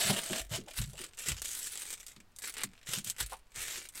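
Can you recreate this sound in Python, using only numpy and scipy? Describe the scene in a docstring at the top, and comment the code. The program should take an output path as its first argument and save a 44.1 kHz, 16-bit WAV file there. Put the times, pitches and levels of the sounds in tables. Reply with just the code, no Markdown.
"""A foil insulation sheet crackles as hands press and rub it into a side window of a parked car.
Countless tiny buckles tick over the hiss of sliding skin, and larger creases flip with a sharp snap.
The trim behind the sheet thumps under the palms and scuffs under the fingers.
The small padded cabin answers each click briefly; the sound is almost mono."""
import sys
import numpy as np
from scipy import signal
from scipy.fft import rfft, irfft, next_fast_len
from scipy.io import wavfile
from scipy.ndimage import uniform_filter1d, map_coordinates

SR = 44100
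rng = np.random.default_rng(int(sys.argv[2]) if len(sys.argv) > 2 else 0)


def put_to_file(sound):
    """Save the sound as 16-bit audio at rate SR, in the file named by the first command-line argument."""
    columns = np.atleast_2d(sound).T  # one column per channel
    safe = np.clip(columns, -1, 1)
    whole_steps = np.round(safe * 32767)
    wavfile.write(sys.argv[1], SR, whole_steps.astype(np.int16))


N = 176400

# tone of a foil click's crisp layer and of its duller flex: (frequency [Hz], relative level [dB])
CRISP_TONE = [(1500, -26), (3500, -5), (5000, -8.5), (7000, -2), (8500, 3.5), (9300, -6), (10600, -11.5),
              (12000, -4.5), (12600, -10.5), (16000, -19)]
DULL_TONE = [(60, -20), (180, -9.5), (500, -4.5), (650, -9), (1000, -8.5), (1350, -1), (3600, 0.5),
             (5200, -2.5), (10000, -54.5)]


def amp(db):
    """Decibels to gain."""
    return 10 ** (np.asarray(db) / 20)


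def unit(x):
    """Scale to rms 1."""
    return x / np.sqrt(np.mean(x ** 2) + 1e-20)


def eq_gain(curve, hz):
    """Gain of an EQ curve drawn through (Hz, dB) points on a log frequency axis."""
    points_hz, db = np.transpose(curve)
    return amp(np.interp(np.log(hz + 1), np.log(points_hz + 1), db))


def filtered(x, response):
    """Filter x by a gain given as a function of frequency."""
    size = next_fast_len(N + SR // 2)
    return irfft(rfft(x, size) * response(np.fft.rfftfreq(size, 1 / SR)), size)[..., :N]


def add(track, start, sound):
    """Mix a sound into the track, start seconds in."""
    part = track[max(round(start * SR), 0):][:len(sound)]
    part += sound[:len(part)]


def wobble(per_s):
    """A smooth random curve through per_s points a second."""
    points = rng.standard_normal(int(N * per_s / SR) + 4)
    return map_coordinates(points, [np.arange(N) * per_s / SR])


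def resonate(x, hz, width_hz):
    """Ring one resonance whose centre may glide; comes out at rms 1."""
    turn = np.exp(2j * np.pi * np.cumsum(np.broadcast_to(hz, N)) / SR)
    pole = np.exp(-np.pi * width_hz / SR)
    return unit(np.real(turn * signal.lfilter([1], [1, -pole], x / turn)))


def cabin_tone(level_db=-62):
    """The quiet cabin: a faint bed of bass-heavy noise."""
    # tone of the bed: (frequency [Hz], relative level [dB])
    bed_tone = [(20, 3.5), (300, -23.5), (1000, -22.5), (4000, -31.5), (16000, -42)]
    return amp(level_db) * unit(filtered(rng.standard_normal(N), lambda hz: eq_gain(bed_tone, hz)))


def finger_scuffs(rise_s=0.0063, t60_s=0.097, stage_q=1.75):
    """Brief bursts of finger friction in a hollow resonance of the trim."""
    # scuffs on the trim: (time [s], level [dB], resonance [Hz])
    scuffs = [(.094, -31, 607), (.295, -45, 690), (0.673, -50, 617), (0.931, -53, 540), (3.319, -39.5, 820)]
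    out, t = np.zeros(N), np.arange(SR // 4) / SR
    envelope = (1 - np.exp(-t / rise_s)) * amp(-60 * t / t60_s)
    for start, db, hz in scuffs:
        b, a = signal.iirpeak(hz, stage_q, SR)
        friction = rng.standard_normal(len(t))
        scuff = unit(signal.lfilter(b, a, signal.lfilter(b, a, friction)))
        add(out, start, amp(db) * scuff * envelope / envelope.max())
    return out


def palm_thumps(rise_s=0.01, reach_octaves=0.53, rumble_db=-4, rumble_t60_s=0.33):
    """Soft pushes ring the trim's modes near each push's pitch; the panel rumbles on as it flexes."""
    # palm presses on the trim: (time [s], level [dB], centre of the push [Hz])
    presses = [(.045, -43, 180), (0.091, -31.5, 188), (.298, -38.5, 275), (0.396, -43.5, 48),
               (0.509, -37, 113), (.575, -43.5, 304), (0.779, -37.5, 53), (0.792, -33.5, 119),
               (0.873, -42, 115), (0.994, -50, 367), (1.277, -45, 153), (1.304, -40, 67), (2.16, -58, 214),
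               (2.635, -46.5, 194), (2.88, -49, 130), (2.965, -45, 185), (3.06, -50.5, 138),
               (3.204, -40, 56.7), (3.564, -52, 64), (3.768, -57.5, 400)]
    # modes of trim and cabin: (frequency [Hz], relative level [dB], 60 dB decay time [s])
    trim_modes = [(48, -4.5, 0.47), (74, -3, 0.14), (115, 3.5, 0.19), (142.6, 7, 0.098),
                  (196.7, -1.5, 0.19), (239.5, -6.5, 0.12), (314, -2.5, 0.071), (369.4, 2.5, 0.091)]
    out, t = np.zeros(N), np.arange(SR // 2) / SR
    mode_hz, mode_db, t60_s = np.transpose(trim_modes)[:, :, None]
    hz = np.fft.rfftfreq(len(t), 1 / SR) + 1
    attack = 1 - np.exp(-(t / rise_s) ** 2)
    for start, db, centre_hz in presses:
        gains = amp(mode_db) * np.exp(-np.abs(np.log2(mode_hz / centre_hz)) / reach_octaves)
        tones = np.sin(2 * np.pi * (mode_hz * t + rng.random(mode_hz.shape)))
        ring = attack * (gains * amp(-60 * t / t60_s) * tones).sum(0)
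        ring /= np.sqrt(uniform_filter1d(ring ** 2, size=600).max())  # rms 1 at its loudest
        band = np.exp(-2 * np.log2(hz / centre_hz) ** 2)
        flex = unit(irfft(rfft(rng.standard_normal(len(t))) * band, len(t)))
        rumble = attack * flex * amp(rumble_db - 60 * t / rumble_t60_s)
        add(out, start, amp(db) * (ring + rumble))
    return out


def cabin_response(size, tail_db=-0.9, build_s=0.00045, t60_s=0.058):
    """The direct sound, then a tail of reflections that the padding soon soaks up."""
    t = np.arange(size) / SR
    response = rng.standard_normal(size) * amp(-60 * t / t60_s) * (1 - np.exp(-t / build_s))
    response *= amp(tail_db) / np.linalg.norm(response)
    response[0] = 1
    return response


def buckle(tone, size=4096, colour_spread_db=3, pitch_spread=0.061):
    """One foil click of energy 1: a sharp tick with its own colour and pitch, heard in the cabin."""
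    hz = np.fft.rfftfreq(size, 1 / SR)
    colour_db = colour_spread_db * np.interp(hz, np.linspace(0, SR / 2, 24), rng.standard_normal(24))
    detune = np.exp(pitch_spread * rng.standard_normal())
    spectrum = eq_gain(tone, hz * detune) * amp(colour_db)
    # minimum phase packs the energy into the attack
    cepstrum = irfft(np.log(spectrum))
    cepstrum[1:size // 2] *= 2
    cepstrum[size // 2 + 1:] = 0
    tick = irfft(np.exp(rfft(cepstrum)))
    click = signal.fftconvolve(tick, cabin_response(size))[:size]
    return click / np.linalg.norm(click)


def crease_snaps(boost_db=9.5, chain_clicks=3, chain_gap_s=0.003, chain_step_db=-6.5):
    """Larger creases flip, each setting off weaker neighbours; returns the crisp and dull layers."""
    # snapping creases: (time [s], relative level [dB], dull over crisp [dB])
    snaps = [(0.3317, -24.5, 5.5), (0.8162, -23.5, -5), (1.189, -26, -25), (1.2859, -14.5, -6.5),
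             (1.3186, -22.5, 1), (1.4189, -20.5, -7.5), (1.4469, -29, -3), (1.473, -34, -15),
             (1.8199, -25, -6.5), (1.9046, -25, -7), (1.929, -24.5, -9.5), (2.0045, -33, -23),
             (2.066, -29, -15), (2.0823, -32.5, -13), (2.1639, -44, 5), (2.2029, -43, 0.5),
             (2.363, -35, -26), (2.387, -28.5, -15), (2.4264, -31, -12), (2.540, -29, -5),
             (2.568, -33.5, 6), (2.582, -27, -7), (2.616, -32, 6), (2.6354, -15.5, -5), (2.9354, -17.5, -1),
             (2.9859, -21.5, -7.5), (3.0458, -23.5, -22), (3.0997, -15, -19), (3.2628, -28, -15),
             (3.8888, -30, -24)]
    crisp, dull = np.zeros((2, N))
    for start, db, dull_over_db in snaps:
        for k in range(chain_clicks):
            gain = amp(db + boost_db + k * chain_step_db)
            add(crisp, start, gain * buckle(CRISP_TONE))
            add(dull, start, gain * amp(dull_over_db) * buckle(DULL_TONE))
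            start += chain_gap_s * (.5 + rng.random())
    return np.array([crisp, dull])


def rub_envelopes(rise_s=0.013, fall_s=0.018, taper=0.76, idle_db=-78.0):
    """Each rub swells, holds and lets the foil settle; returns the crisp and dull envelopes in dB."""
    # rubs over the sheet: (start [s], end [s], relative crisp level [dB], dull over crisp [dB])
    rubs = [(0, 0.105, -31, -1), (0.131, 0.202, -38, -1), (0.22, 0.33, -40, -4.5),
            (0.349, 0.401, -38.5, -1), (0.526, 0.561, -37, -0.5), (0.681, .76, -52.5, 0),
            (0.774, 0.785, -34.5, -3.5), (0.819, 0.838, -45.5, -0.5), (0.858, 0.994, -55, -7),
            (0.973, 1.049, -46, -1), (1.12, 1.164, -60, -1), (1.186, 1.276, -43.5, -4.5),
            (1.261, 1.305, -37, -2), (1.325, 1.396, -49.5, -1), (1.444, 1.679, -39.5, -9),
            (1.707, 1.945, -43, -8), (1.96, 2.127, -55, -3.5), (2.429, 2.504, -41.5, -2.5),
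            (2.57, 2.627, -48, 4.5), (2.68, 2.856, -69, 6.5), (2.874, 2.908, -43, -1.5),
            (2.904, 2.975, -38, -4), (3.065, 3.087, -38.5, -5.5), (3.203, 3.208, -33, -1),
            (3.302, 3.344, -49, -3), (3.561, 3.79, -40.5, -3), (3.788, 3.861, -50.5, -1),
            (3.957, 3.994, -43, -4.5)]
    t = np.arange(N) / SR
    crisp_db, dull_db = np.full((2, N), idle_db)
    for start, end, db, dull_over_db in rubs:
        fade = np.maximum(start - t, 0) / rise_s + np.maximum(t - end, 0) / fall_s
        level_db = db - 10 * fade ** taper
        crisp_db = np.maximum(crisp_db, level_db)
        dull_db = np.maximum(dull_db, level_db + dull_over_db)
    return crisp_db, dull_db


def crackle(creases=28, creases_per_s=35, trim_db=-1):
    """Buckles over the hiss of sliding skin, denser on harder rubs; returns the crisp and dull layers."""
    base_per_s, base_db, density_growth = 1500, -41.5, 0.86
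    size_spread_db, layer_spread_db, even_s = 6, 4.5, .035
    slide_db, catch_db = -6.5, 1.5
    crisp_db, dull_db = rub_envelopes()
    t = np.arange(N) / SR
    # pressing fingertips make fewer, more distinct buckles than a sweeping palm
    fingertips = (t > 1.88) & (t < 2.66)
    density = np.where(fingertips, .4, 1) * amp(density_growth * (crisp_db - base_db))
    chance = base_per_s * density / SR
    fires = rng.random(N) < chance
    sizes = fires * amp(size_spread_db * np.minimum(rng.standard_normal(N), 2))
    slide = amp(slide_db) * np.sqrt(density)
    # the hands move on from crease to crease, each with a click of its own
    scatter = 2 * (rng.random(N) + rng.random(N))
    crease = (t * creases_per_s + scatter).astype(int) % creases
    drives, clicks = [], []
    for tone, db in ((CRISP_TONE, crisp_db), (DULL_TONE, dull_db)):
        pulses = sizes * amp(layer_spread_db * rng.standard_normal(N))
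        power = np.abs(uniform_filter1d(pulses ** 2, int(even_s * SR) + 1))
        pulses /= np.sqrt(power + chance / 2)  # the hand's pressure evens out the buckling
        hiss = slide * rng.standard_normal(N)
        drives.append(amp(db + trim_db) * (pulses + hiss) / np.hypot(1, slide))
        clicks.append([buckle(tone) for _ in range(creases)])
    catch = unit(amp(catch_db * wobble(per_s=120)))  # skin catches and slips
    layers = np.zeros((2, N))
    for layer, drive, bank in zip(layers, drives, clicks):
        for k, click in enumerate(bank):
            layer += signal.oaconvolve(drive * catch * (crease == k), click)[:N]
    return layers


def foil(patch_db=-8.5, hollow_db=-11.5, hollow_until_s=.74):
    """Crackle and snaps; their dull layer rings the sheet and, at first, hollow trim behind it."""
    # gliding ring of the patch of sheet under the hands: (time [s], frequency [Hz])
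    patch_glide = [(.78, 2990), (1.25, 2730), (1.6, 3230), (1.78, 2300), (2.7, 2200), (3.0, 3260),
                   (3.57, 2180)]
    crisp, dull = crackle() + crease_snaps()
    t = np.arange(N) / SR
    patch_hz = np.interp(t, *np.transpose(patch_glide))
    patch = resonate(dull, patch_hz, width_hz=460)
    hollow = resonate(dull * (t < hollow_until_s), hz=661, width_hz=55)
    body = unit(unit(dull) + amp(patch_db) * patch) + amp(hollow_db) * hollow
    return crisp + dull.std() * body


def scene(side_db=-47.5):
    """Cabin, foil and trim, with a trace of width from a copy shifted 90 degrees in phase."""
    mid = cabin_tone() + foil() + palm_thumps() + finger_scuffs()
    side = amp(side_db) * filtered(mid, lambda hz: 1j * np.sign(hz))
    return np.array([mid + side, mid - side])


def record(dry):
    """A brick-wall low-pass takes off the very top of the treble."""
    return filtered(dry, lambda hz: hz < 15900)


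dry = scene()
out = record(dry)
put_to_file(out)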